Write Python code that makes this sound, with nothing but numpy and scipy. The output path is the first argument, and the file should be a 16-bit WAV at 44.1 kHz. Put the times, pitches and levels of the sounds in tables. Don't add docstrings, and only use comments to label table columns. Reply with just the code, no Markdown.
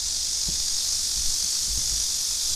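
import sys
import numpy as np
from scipy import signal
from scipy.fft import rfft, irfft, next_fast_len
from scipy.io import wavfile
from scipy.ndimage import uniform_filter1d, map_coordinates

SR = 44100
rng = np.random.default_rng(int(sys.argv[2]) if len(sys.argv) > 2 else 0)


def convert_level_to_amplitude(level_db):
    exponent = np.asarray(level_db, float) / 20
    return 10 ** exponent


def digitize_waveform(pressure):
    field = np.atleast_2d(pressure).T
    bounded = np.clip(field, -1, 1)
    quanta = np.round(bounded * 32767).astype(np.int16)
    wavfile.write(sys.argv[1], SR, quanta)


N = 112454

# time_s, level_db
CHORUS_LEVEL = [(0.0, -25.5), (0.01, -29), (0.08, -28), (0.74, -27), (1.77, -27.5), (1.99, -27),
                (2.38, -27.5), (2.54, -25.5), (2.55, -30.5)]
# time_s, level_db
BRIGHT_LEVEL = [(0, -46), (.4, -43.5), (.75, -40.5), (1.3, -39), (1.9, -38.5), (2.55, -39.5)]
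# freq_hz, gain_db
CICADA_TONE = [(1000, -37.5), (2000, -30.5), (2600, -26),
               (2900, -25), (3500, -11.5), (4000, -11.5), (4500, -4.5), (5730, -3), (6900, -9.5), (8950, -14),
             (15400, -39)]
# centre_hz, width_hz, gain_db
AIR_SACS = [(3536, 290, 1), (4480, 200, -3.5), (5060, 290, 0), (5450, 120, -2.5), (6730, 900, 4.5)]
# freq_hz, gain_db
EVEN_TONE = [(3000, -55), (4200, -4), (5200, -5), (6500, -10), (8000, -6), (10000, -27)]
# freq_hz, gain_db
BRIGHT_TONE = [(3000, -15), (6000, -18.5), (8500, -3.5), (11000, -6.5), (13500, -15.5), (15500, -21)]
# freq_hz, gain_db
HASH_TONE = [(150, -26), (400, -2), (1000, 1.5), (2500, 1), (4000, -14.5), (10000, -16.5), (13000, -11.5),
             (15500, -9)]
# time_s, level_db
WIND_LEVEL = [(0, -46), (.4, -49), (.53, -41), (.63, -43), (.78, -50), (.94, -46), (1.1, -50), (1.19, -43),
              (1.31, -41), (1.36, -51), (1.43, -43), (1.6, -49), (1.71, -45), (1.86, -45), (1.98, -41),
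              (2.08, -49), (2.46, -48), (2.55, -39)]
# freq_hz, gain_db
RUMBLE_TONE = [(8, -26), (24, -9), (52, -1.5), (85, -14.5), (160, -21.5), (300, -36.5), (600, -58)]
# freq_hz, gain_db
TRAFFIC_TONE = [(100, -3), (200, 1), (300, 0.5), (1000, -11.5), (3000, -33.5)]
# time_s, level_db
SWAY_LEVEL = [(0, -44), (.4, -53), (.6, -37.5), (1.1, -50), (1.28, -27.5), (1.5, -47), (1.85, -37),
              (2.3, -55), (2.55, -29)]
# start_s, length_s, level_db
GRIP_SHIVERS = [
    (1.689, 0.098, -29.5),
    (1.9, 0.13, -38),
    (0.0506, .2, -42.5),
    (0.45, 0.092, -36),
    (1.14, .08, -37),
]
# start_s, peak_db, thud_hz, scuff_db
FOOTSTEPS = [
    (0.4852, -22, 159.7, -42),
    (1.17, -35, 99, -58),
    (1.438, -33.5, 125, -55),
    (1.636, -40, 120, -51),
    (1.679, -30.5, 110, -51),
    (1.7751, -24, 109, -50),
    (1.92, -35, 129, -59),
    (2.517, -40.5, 109, -44),
]
CHANNEL_OFFSET = [-.0053, .0076]

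RIBS, THROB_HZ, THROB_START_S = 6, 48.5, 0.0023
EVEN_HZ = 363


def unit(x):
    return x / np.sqrt(np.mean(x ** 2) + 1e-20)


def curve(rows):
    time_s, value = np.transpose(rows)
    return np.interp(np.arange(N) / SR, time_s, value)


def wobble(rate_hz):
    knots = rng.standard_normal(int(N * rate_hz / SR) + 4)
    return map_coordinates(knots, [np.arange(N) * rate_hz / SR])


def coloured(x, points, rings=()):
    m = 2 * next_fast_len(N // 2 + 8192)
    hz = np.fft.rfftfreq(m, 1 / SR)
    point_hz, point_db = np.transpose(points)
    db = np.interp(np.log(hz + 1), np.log(point_hz + 1), point_db, right=-90)
    for centre_hz, width_hz, gain_db in rings:
        db = db + gain_db / (1 + (2 * (hz - centre_hz) / width_hz) ** 2)
    cepstrum = irfft(np.log(convert_level_to_amplitude(db)), m)
    cepstrum[1:m // 2] *= 2
    cepstrum[m // 2 + 1:] = 0
    return irfft(rfft(x, m) * np.exp(rfft(cepstrum)), m)[:N]


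def clicks(rate_hz, start_s, throb_db, jitter_s, scatter_db, rattle):
    wander_s, rattle_decay_s = 0.00006, 0.0016
    k = np.arange(int(N / SR * 600))
    draw = rng.standard_normal((len(k), 3))
    slow = uniform_filter1d(uniform_filter1d(draw[:, 2], size=12), size=12)
    time_s = start_s + (k - 0.5) / rate_hz + wander_s * unit(slow) + jitter_s * draw[:, 0]
    at = np.round(time_s * SR).astype(int)
    size = convert_level_to_amplitude(throb_db * np.cos(2 * np.pi * (k - 0.5) / RIBS) + scatter_db * draw[:, 1])
    inside = (at >= 0) & (at < N)
    train = np.bincount(at[inside], size[inside], N)
    tail = signal.lfilter([1], [1, -np.exp(-1 / (rattle_decay_s * SR))], train)
    return unit(unit(train) + rattle * unit(tail * rng.standard_normal(N)))


def leaves(x, t60_s, direct_db):
    t, hop = np.arange(SR // 8) / SR, 4096
    fade = np.sqrt(signal.windows.hann(2 * hop, sym=False))
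    padded, out = np.pad(x, (hop, 2 * hop)), np.zeros(N + SR)
    starts = np.arange(0, N + hop, hop)
    tails = rng.standard_normal((len(starts), len(t))) * convert_level_to_amplitude(-60 * t / t60_s)
    pieces = padded[starts[:, None] + np.arange(2 * hop)] * fade
    for start, wet in zip(starts, signal.fftconvolve(pieces, tails, axes=1)):
        out[start:start + len(wet)] += wet
    return unit(convert_level_to_amplitude(direct_db) * x + unit(out[hop:hop + N]))


def near_singer():
    song = clicks(RIBS * THROB_HZ, THROB_START_S / 2, throb_db=5, jitter_s=0.0002, scatter_db=0, rattle=1.96)
    return leaves(song, 0.014, direct_db=-2.5)


def crowd():
    songs = np.zeros(N)
    for throb_hz in rng.uniform(40, 56, 8):
        song = clicks(RIBS * throb_hz, throb_hz / 1000, throb_db=1, jitter_s=0.0003, scatter_db=0.5, rattle=0.62)
        songs += convert_level_to_amplitude(1.2 * wobble(4)) * song
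    return leaves(unit(songs), 0.063, direct_db=-7)


def far_blur():
    z = signal.stft(rng.standard_normal(N), nperseg=512)[2]
    field = uniform_filter1d(rng.standard_normal(z.shape), size=2, axis=0)
    field = uniform_filter1d(field, size=70, axis=1)
    return unit(signal.istft(z * convert_level_to_amplitude(1.3 * unit(field)), nperseg=512)[1][:N])


def even_singer():
    song = clicks(EVEN_HZ, 0, throb_db=2.5, jitter_s=0.000012, scatter_db=1.5, rattle=0.28)
    song = convert_level_to_amplitude(1.3 * wobble(2.2)) * song
    return unit(coloured(leaves(song, 0.048, direct_db=-35), EVEN_TONE))


def chorus():
    mix = convert_level_to_amplitude(-8) * near_singer() + convert_level_to_amplitude(-8) * crowd() + convert_level_to_amplitude(-1.5) * far_blur()
    bounce = round(SR / EVEN_HZ)
    mix = mix + 0.12 * np.pad(mix, (bounce, 0))[:N]
    mix = unit(coloured(mix, CICADA_TONE, AIR_SACS))
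    throb_db = 0.9 * np.cos(2 * np.pi * THROB_HZ * (np.arange(N) / SR - THROB_START_S))
    return convert_level_to_amplitude(curve(CHORUS_LEVEL) + throb_db + 0.8) * unit(mix + convert_level_to_amplitude(-12) * even_singer())


def bright_singer():
    song = clicks(RIBS * THROB_HZ, 0.00057, throb_db=-2, jitter_s=0.0004, scatter_db=0.5, rattle=2.5)
    song = coloured(leaves(song, 0.059, direct_db=5), [(1000, -52)] + BRIGHT_TONE)
    return convert_level_to_amplitude(curve(BRIGHT_LEVEL) + 0.13 * wobble(1.8)) * unit(song)


def capsule_hash(song):
    smoothing_s, power = 0.0013, 1.18
    loudness = np.abs(uniform_filter1d(song ** 2, round(smoothing_s * SR))) ** (power / 2)
    return convert_level_to_amplitude(-50.5) * unit(coloured(loudness * rng.standard_normal(N), HASH_TONE))


def wind():
    lumps = convert_level_to_amplitude(0.74 * wobble(13.7)) * rng.standard_normal(N)
    return convert_level_to_amplitude(curve(WIND_LEVEL)) * unit(coloured(lumps, RUMBLE_TONE))


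def far_traffic():
    return convert_level_to_amplitude(-57.5) * unit(coloured(rng.standard_normal(N), [(60, -13)] + TRAFFIC_TONE))


def hand_sway():
    sway = coloured(rng.standard_normal(N), [(1, -0.5), (9, 2.5), (20, -8), (40, -31)])
    return convert_level_to_amplitude(curve(SWAY_LEVEL)) * unit(sway)


def shivers():
    grip_hz, ramp_s = 53.9, 0.016
    t, out = np.arange(N) / SR, np.zeros(N)
    for start_s, length_s, level_db in GRIP_SHIVERS:
        since = t - start_s
        swing = np.clip(np.minimum(since, start_s + length_s - t) / ramp_s, 0, 1)
        out += convert_level_to_amplitude(level_db) * np.sin(2 * np.pi * grip_hz * since) * swing
    return out


def steps():
    hit_t60_s, thud_t60_s, shake_t60_s, scuff_t60_s = 0.012, 0.13, 0.18, 0.035
    shake_db, scuff_lead_s = -14, 0.014
    out, t = np.zeros(N + SR), np.arange(SR // 4) / SR
    low = signal.butter(2, [100, 260], "bandpass", fs=SR, output="sos")
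    grit = signal.butter(2, [200, 950], "bandpass", fs=SR, output="sos")
    for start_s, peak_db, thud_hz, scuff_db in FOOTSTEPS:
        noise = rng.standard_normal((2, len(t)))
        decay = convert_level_to_amplitude(-60 * t / hit_t60_s) + 0.3 * convert_level_to_amplitude(-60 * t / thud_t60_s)
        thud = -np.sin(2 * np.pi * thud_hz * t) * decay
        shake = unit(signal.sosfilt(low, noise[0])) * convert_level_to_amplitude(shake_db - 60 * t / shake_t60_s)
        out[round(start_s * SR):][:len(t)] += convert_level_to_amplitude(peak_db) * (thud + shake)
        scuff = unit(signal.sosfilt(grit, noise[1])) * convert_level_to_amplitude(scuff_db - 60 * t / scuff_t60_s)
        out[round((start_s - scuff_lead_s) * SR):][:len(t)] += scuff
    return out[:N]


def scene():
    song = chorus() + bright_singer()
    low = wind() + far_traffic() + hand_sway() + shivers() + steps()
    return np.tile(song + capsule_hash(song) + low - low.mean(), (2, 1))


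def top_cut(x):
    return signal.sosfilt(signal.butter(12, 15570, fs=SR, output="sos"), x)


def record(dry):
    hz = np.fft.rfftfreq(N, 1 / SR)
    limited = irfft(rfft(dry) * (hz < 15300), N)
    slow = unit(irfft(rfft(rng.standard_normal(N)) * (hz < 108), N))
    drift = convert_level_to_amplitude(-73) * slow * np.array([[1], [-1]])
    return top_cut(limited + drift + np.array(CHANNEL_OFFSET)[:, None])


dry = scene()
out = record(dry)
digitize_waveform(out)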